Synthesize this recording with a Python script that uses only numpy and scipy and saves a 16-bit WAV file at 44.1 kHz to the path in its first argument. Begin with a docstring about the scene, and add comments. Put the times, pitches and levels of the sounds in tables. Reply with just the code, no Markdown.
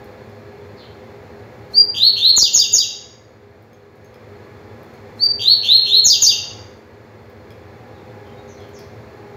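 """A bare, echoing room, the microphone near a small caged finch. The bird sings two phrases with its
syrinx: a whistle led in by a hiss of air, trilled rises, steep falls. Low pops ride on the falls.
Between songs it hops: claws tick, the wooden perch knocks, now and then a wire rings.
Other birds call faintly from further off, and a fan hums behind it all."""
import sys
import numpy as np
from scipy import signal
from scipy.fft import rfft, irfft
from scipy.io import wavfile
from scipy.ndimage import uniform_filter1d, minimum_filter1d

SR = 44100
rng = np.random.default_rng(int(sys.argv[2]) if len(sys.argv) > 2 else 0)


def unload_audio(sound):
    """Save the sound as a 16-bit wav file, at the path given as the first command line argument."""
    columns = np.transpose(np.atleast_2d(sound))
    # keep every value between -1 and 1, then stretch to whole-number steps
    steps = np.round(np.clip(columns, -1, 1) * 32767)
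    wavfile.write(sys.argv[1], SR, steps.astype(np.int16))


N = 412776

# The notes of each syllable. Each row: note shape, offset in seconds, length in seconds,
# pitch as a multiple of the syllable's, level in dB against the syllable's.
SYLLABLE_NOTES = { "opening": [("whistle", 0, .073, 0.99, 0)], "slur": [("trill", -.06, .06, 0.74, -9),
                  ("rise", 0, .093, 1.0, 0)], "sweep": [("fall", 0, 0.06, 0.99, 0),
                  ("flick", .058, 0.014, 0.6643, 4.6), ("dip", .077, .053, .524, -6)], }
# The song, by syllable. Each row: time in seconds, pitch in Hz, level in dB,
# seconds by which the flick starts early, seconds by which it ends late.
SONG = { "opening": [(1.733, 4823, -3.5, 0, 0), (5.19, 4707, -6.5, 0, 0)],
        "slur": [(1.998, 4382, -3.5, 0, 0), (2.215, 4287, -3.5, 0, 0), (5.448, 4413, -4.5, 0, 0),
        (5.68, 4237, -2.5, 0, 0), (5.905, 4285, -4, 0, 0)], "sweep": [(2.36, 7340, -7, 0.0027, 0.0013),
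        (2.53, 7336, -8, 0.001, 0.0055), (2.722, 7350, -9, 0.0013, 0.0011), (6.039, 7346, -6, .002, 0.011),
        (6.211, 7214, -5.5, 0.0071, 0.00084)], }


def finch_song():
    """The finch, near the microphone, strings notes into syllables; a hiss leads into each phrase."""
    out = np.zeros(N)
    for syllable, rows in SONG.items():
        for s, hz, db, early_s, late_s in rows:
            if syllable == "opening":
                add(out, s + .01 - BREATH_S, breath(db))
            for kind, offset_s, length, pitch, note_db in SYLLABLE_NOTES[syllable]:
                if kind == "flick":
                    offset_s, length = offset_s - early_s, length + early_s + late_s
                add(out, s + offset_s, note(kind, length, hz * pitch, db + note_db))
    return out


# The course of each kind of note. Each row: share of its length from 0 to 1,
# pitch as a multiple of the note's, level in dB against the note's.
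NOTE_SHAPES = { "whistle": [(0, .84, -34.5), (.15, .92, -18.5), (.4, .975, -9), (.65, 1.0, 3.5),
               (.88, 1.0, -2), (1, .95, -24.5)], "trill": [(0, .86, -21), (.2, .93, -11), (.5, .96, -4.5),
               (.8, .99, -4.5), (1, 1.03, -3.5)], "rise": [(0, .81, -13), (.2, .85, -6), (.4, .935, -1.5),
               (.6, .98, -4), (.85, 1.0, 0.5), (1, 1.0, -9)], "fall": [(0, 1.01, -24), (.15, .97, -3),
               (.36, .9, 2.5), (.55, .8, -3.5), (.75, .74, -6.5), (.9, .72, -8.5), (1, .705, -14.5)],
               "flick": [(0, .86, -11), (.3, .94, -8), (.65, .99, 0), (1, 1.0, -5)], "dip": [(0, .93, -8),
               (.17, 1.0, 1.5), (.4, .89, -2.5), (.62, .76, -7.5), (.85, .72, -11), (1, .69, -18)], }
# Unsteadiness within a note. Each entry: kind of note, rms waver of its level in dB.
LEVEL_WAVER_DB = {"whistle": .3, "trill": 2.8, "rise": 2.5, "fall": 3.5, "flick": 1.0, "dip": 3.0}
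TRILL_HZ, TRILL_SWING, TRILL_JITTER = 160.4, 0.1, .2  # pulse rate, share of the pitch, rms cycles


def note(kind, length, hz, db):
    """One gliding note; in a trill the valve opens in uneven pulses and the pitch swings with it."""
    at, pitch, shape_db = np.transpose(NOTE_SHAPES[kind])
    share = np.linspace(0, 1, int(length * SR))
    valve = undb(LEVEL_WAVER_DB[kind] * smooth_noise(len(share), 160))
    glide = hz * uniform_filter1d(np.interp(share, at, pitch), size=100, mode="nearest")
    if kind == "trill":
        jitter = TRILL_JITTER * smooth_noise(len(share), 60)
        beat = 2 * np.pi * (TRILL_HZ * length * (share - 1) + jitter)
        glide = glide * (1 - TRILL_SWING * np.cos(beat - .5))  # highest near the widest opening
        valve = valve * (0.56 + (.5 - .5 * np.cos(beat)) ** 4.2)
    gain = undb(db + np.interp(share, at, shape_db))
    return syrinx(glide, gain, kind, valve)


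# Overtones, by kind of note. Each row: levels of the second, third and fourth harmonics in dB.
OVERTONES_DB = {"whistle": (-41, -44.5, -71), "trill": (-18, -32, -32), "rise": (-40, -36.5, -44.5),
                "fall": (-25, -56, -60), "flick": (-31.5, -27.5, -54.5), "dip": (-33, -39, -32.5)}
# Roughness of the overtones. Each entry: kind of note, share of turbulence from 0 to 1.
TURBULENCE = {"whistle": .08, "trill": .5, "rise": .2, "fall": .6, "flick": .6, "dip": .7}
RASP_HZ, PITCH_WOBBLE = 500, .0025  # top rate of the flutter, share of the pitch


def syrinx(hz, gain, kind, valve=1):
    """A bird's voice: a slightly unsteady sine, faint overtones that turbulence smears, soft ends."""
    count, rasp = len(hz), TURBULENCE[kind]
    unsteady_hz = hz * (1 + PITCH_WOBBLE * smooth_noise(count, 91))
    phase = 2 * np.pi * np.cumsum(unsteady_hz) / SR
    wave = valve * np.sin(phase)
    for k, db in zip((2, 3, 4), OVERTONES_DB[kind]):
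        flutter = 1 - rasp + rasp * smooth_noise(count, RASP_HZ)
        in_band = k * hz < .45 * SR
        wave += undb(db) * in_band * valve ** 0.095 * flutter * np.sin(k * phase)
    n = np.arange(count)
    fade = np.clip(np.minimum(n, n[::-1]) / (.003 * SR), 0, 1)  # 3 ms at each end
    return wave * gain * fade


BREATH_S, BREATH_HZ, BREATH_WIDTH_HZ = .045, 4815, 3200


def breath(syllable_db):
    """Air escapes before the voice sets in, swelling towards the note."""
    hiss = resonance(rng.standard_normal(int(BREATH_S * SR)), BREATH_HZ, BREATH_WIDTH_HZ)
    return undb(syllable_db - 48) * unit(hiss) * np.linspace(0, 1, len(hiss))


# Pops on the steep falls. Each row: start in seconds, crackle level in dB, thump level in dB.
LOW_POPS = [(2.379, -22, -32), (2.385, -29, -44), (2.428, -29.5, -23), (2.559, -29, -21.5),
            (2.574, -33.5, -36), (2.58, -31.5, -44), (2.741, -35, -42.5), (2.752, -30.5, -45.5),
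            (2.761, -35.5, -43), (2.792, -34.5, -39), (6.059, -25.5, -20), (6.069, -27.5, -18.5),
            (6.229, -26.5, -22)]


def pops(crackle_rise_s=.001, thump_rise_s=.00078, cutoff_hz=1090):
    """Short, dull crackles over a soft thump, with none of the room's echo on them."""
    out, t = np.zeros(N), np.arange(SR // 20) / SR
    lowpass = signal.butter(2, cutoff_hz, fs=SR)
    thump = t / thump_rise_s * np.exp(1 - t / thump_rise_s)
    burst = t / crackle_rise_s * np.exp(1 - t / crackle_rise_s)
    for s, crackle_db, thump_db in LOW_POPS:
        crackle = burst * unit(signal.lfilter(*lowpass, rng.standard_normal(len(t))))
        add(out, s, undb(crackle_db) * crackle + undb(thump_db) * thump)
    return out


# The wooden perch's modes. Each row: frequency in Hz, relative level in dB, seconds to fall 60 dB.
PERCH_MODES = [(2375, 1.5, 0.035), (3320, 0.5, .02), (5054, -2.5, 0.013)]
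# Feet landing on perch and wires. Each row: start in seconds, tick level in dB, tap level in dB.
LANDINGS = [(0.0437, -56, -59), (0.2971, -62, -51), (3.624, -63, -66), (3.7317, -63, -52),
            (3.9572, -65, -66), (4.0455, -61, -64), (4.143, -61, -45), (4.831, -55, -54),
            (4.938, -58, -59.5), (7.2983, -60.5, -56), (7.5058, -57, -40.5), (8.2748, -66, -56),
            (8.604, -62, -46), (8.6893, -58, -56), (8.7892, -50, -42)]
# A cage wire is plucked. Each row: start in seconds, level in dB.
WIRE_PLUCKS = [(3.7317, -56), (4.0455, -54), (4.938, -59)]


def hops(tick_s=.004, wire_hz=6430, wire_t60_s=.06):
    """In the cage, close by: claws scratch, the perch knocks, now and then a wire rings thinly."""
    out, t = np.zeros(N), np.arange(SR // 5) / SR
    tap = sum(undb(db) * np.sin(2 * np.pi * hz * t) * decay(t, t60) for hz, db, t60 in PERCH_MODES)
    for s, tick_db, tap_db in LANDINGS:
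        tick = np.diff(rng.standard_normal(len(t) + 1)) * np.exp(-t / tick_s)
        add(out, s, undb(tick_db) * tick + undb(tap_db) * tap)
    ring = np.sin(2 * np.pi * wire_hz * t) * decay(t, wire_t60_s)
    for s, db in WIRE_PLUCKS:
        add(out, s, undb(db) * ring)
    return out


# Calls from further off. Each row: start in seconds, length in seconds, first pitch in Hz,
# last pitch in Hz, relative level in dB, hoarseness from 0 to 1.
FAR_CALLS = [(0.765, 0.062, 4506, 3980, -48, 1), (0.792, 0.055, 3813, 3000, -47, .9),
             (7.933, 0.064, 3970, 3550, -58, 0.43), (8.24, 0.053, 3200, 3035, -55, 0.53),
             (8.313, 0.086, 3797, 3762, -54.5, .3), (8.475, 0.06, 6550, 5720, -51.5, 0.86),
             (8.556, 0.0295, 4260, 4094, -53, .4), (8.578, 0.07, 3570, 3020, -53, .6),
             (8.731, 0.07, 7140, 4230, -48, .8)]


def far_birds():
    """Birds outside, well away from the microphone, give short, hoarse downward glides."""
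    out = np.zeros(N)
    for s, length, first_hz, last_hz, db, hoarse in FAR_CALLS:
        count = int(length * SR)
        flutter = 1 + hoarse * smooth_noise(count, RASP_HZ)
        gain = undb(db) * np.hanning(count) ** 0.155 * flutter
        add(out, s, syrinx(np.geomspace(first_hz, last_hz, count), gain, "whistle"))
    return out


# Echoes off cage floor, wall behind and ceiling. Each row: delay in seconds, signed share of the sound.
FIRST_ECHOES = [(.0023, -.2), (.0061, .15), (.0145, .25)]


def direct_path(x, beam_hz=3500):
    """Cage to microphone, with the first hard echoes; the beak aims only the sound above beam_hz."""
    out = butterworth(x, 2, beam_hz, "high")
    for delay_s, share in FIRST_ECHOES:
        add(out, delay_s, share * x)
    return out


def room(x, t60_s=.59, treble_t60_s=.37, gap_s=.004):
    """Dense echoes of bare walls; they build up after a gap and the treble dies first."""
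    t = np.arange(SR) / SR
    noise = rng.standard_normal(SR)
    low = butterworth(noise, 4, 9500)
    treble = undb(2) * (noise - low)
    tail = low * decay(t, t60_s) + treble * decay(t, treble_t60_s)
    tail *= np.clip(t / gap_s - 1, 0, 1)
    return signal.fftconvolve(x, tail / np.sqrt(np.sum(tail ** 2)))[:N]


# The spectrum of the room's air. Each row: frequency in Hz, relative density in dB.
AIR_SPECTRUM = [(18, -63), (30, -32.5), (92, -1.5), (178, -12.5), (231, -11.5), (292, -15), (400, -6),
                (608, -13.5), (832, -19.5), (900, -16.5), (1690, -23.5), (3000, -36.5), (4330, -33.5),
                (8550, -52), (15600, -53)]
# Fan hum and the room resonances it stirs. Each row: centre in Hz, width in Hz, relative level in dB.
HUM_BANDS = [(105.9, 17, -6.5), (226.4, 27, -10.5), (320.5, 15, -15.5), (408, 4, -6.5), (507.3, 28, -9.5),
             (571, 10, -22), (665, 12, -19), (744, 19, -17.5), (816, 2.6, -16.5), (845, 6, -19),
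             (1688, 46, -21), (3480, 60, -30.5), (4280, 42, -29), (2060, 880, -15), (6940, 1700, -31.5)]
# The room tone sags after each song and creeps back. Each row: time in seconds, gain in dB.
ROOM_TONE_GAIN = [(0.0, -39.5), (0.34, -40.5), (1.69, -40), (2.92, -47), (3.91, -47), (4.3, -41.5),
                  (5.16, -40), (6.13, -43), (6.59, -39.5), (6.88, -44), (8.11, -40), (9.36, -40)]


def fan_and_air():
    """Room tone behind the birds: broad air noise and the wavering hum of a fan."""
    air_hz, air_db = np.transpose(AIR_SPECTRUM)
    out = undb(-1) * coloured_noise(lambda hz: undb(np.interp(np.log(hz), np.log(air_hz), air_db)))
    for centre_hz, width_hz, db in HUM_BANDS:
        out += undb(db) * coloured_noise(lambda hz: 1 / (1 + (2 * (hz - centre_hz) / width_hz) ** 2))
    s, gain_db = np.transpose(ROOM_TONE_GAIN)
    return out * undb(np.interp(np.arange(N) / SR, s, gain_db))


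def undb(db):
    return 10 ** (np.asarray(db) / 20)


def unit(x):
    return x / np.sqrt(np.mean(x ** 2))


def decay(t, t60_s):
    return np.exp(-np.log(1000) * t / t60_s)


def add(track, s, x):
    i = int(s * SR)
    track[i:i + len(x)] += x[:N - i]


def butterworth(x, order, hz, kind="low"):
    return signal.sosfilt(signal.butter(order, hz, kind, fs=SR, output="sos"), x)


def resonance(x, hz, width_hz):
    return signal.lfilter(*signal.iirpeak(hz, hz / width_hz, fs=SR), x)


def smooth_noise(count, hz):
    """Noise below hz, rms 1."""
    return unit(butterworth(rng.standard_normal(count + 2000), 3, hz)[2000:])


def coloured_noise(gain):
    """Noise of rms 1 whose spectrum is gain(Hz)."""
    hz = np.maximum(np.arange(N // 2 + 1) * SR / N, 1)
    return unit(irfft(rfft(rng.standard_normal(N)) * gain(hz), N))


# The microphone's housing gives a dip above the song's range and a lift near the top.
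# Each row: centre in Hz, width in Hz, signed share of that band added.
HOUSING_BANDS = [(7896, 1500, -0.5), (10200, 1700, -0.35), (13000, 4500, 0.8)]


def scene():
    """At one microphone: the cage near, other birds far, the room around, all coloured by the housing."""
    near, far = finch_song() + hops(), far_birds()
    heard = direct_path(near) + 0.5 * far + room(undb(-3) * near + far) + fan_and_air()
    for hz, width_hz, share in HOUSING_BANDS:
        heard += share * resonance(heard, hz, width_hz)
    return (heard + pops())[None]


def record(dry):
    """The capsule drops the deepest bass, a quick limiter holds the loudest peaks, and the top is cut."""
    ceiling, window, top_hz = .89, 89, 15757  # the window is in samples, about 2 ms
    dry = butterworth(dry, 3, 50, "high")
    peak = -minimum_filter1d(-np.abs(dry), window)
    gain = np.minimum(1, ceiling / (peak + 1e-9))
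    gain = uniform_filter1d(minimum_filter1d(gain, window), window)
    return signal.sosfilt(signal.ellip(12, .5, 70, top_hz, fs=SR, output="sos"), dry * gain)


dry = scene()
out = record(dry)
unload_audio(out)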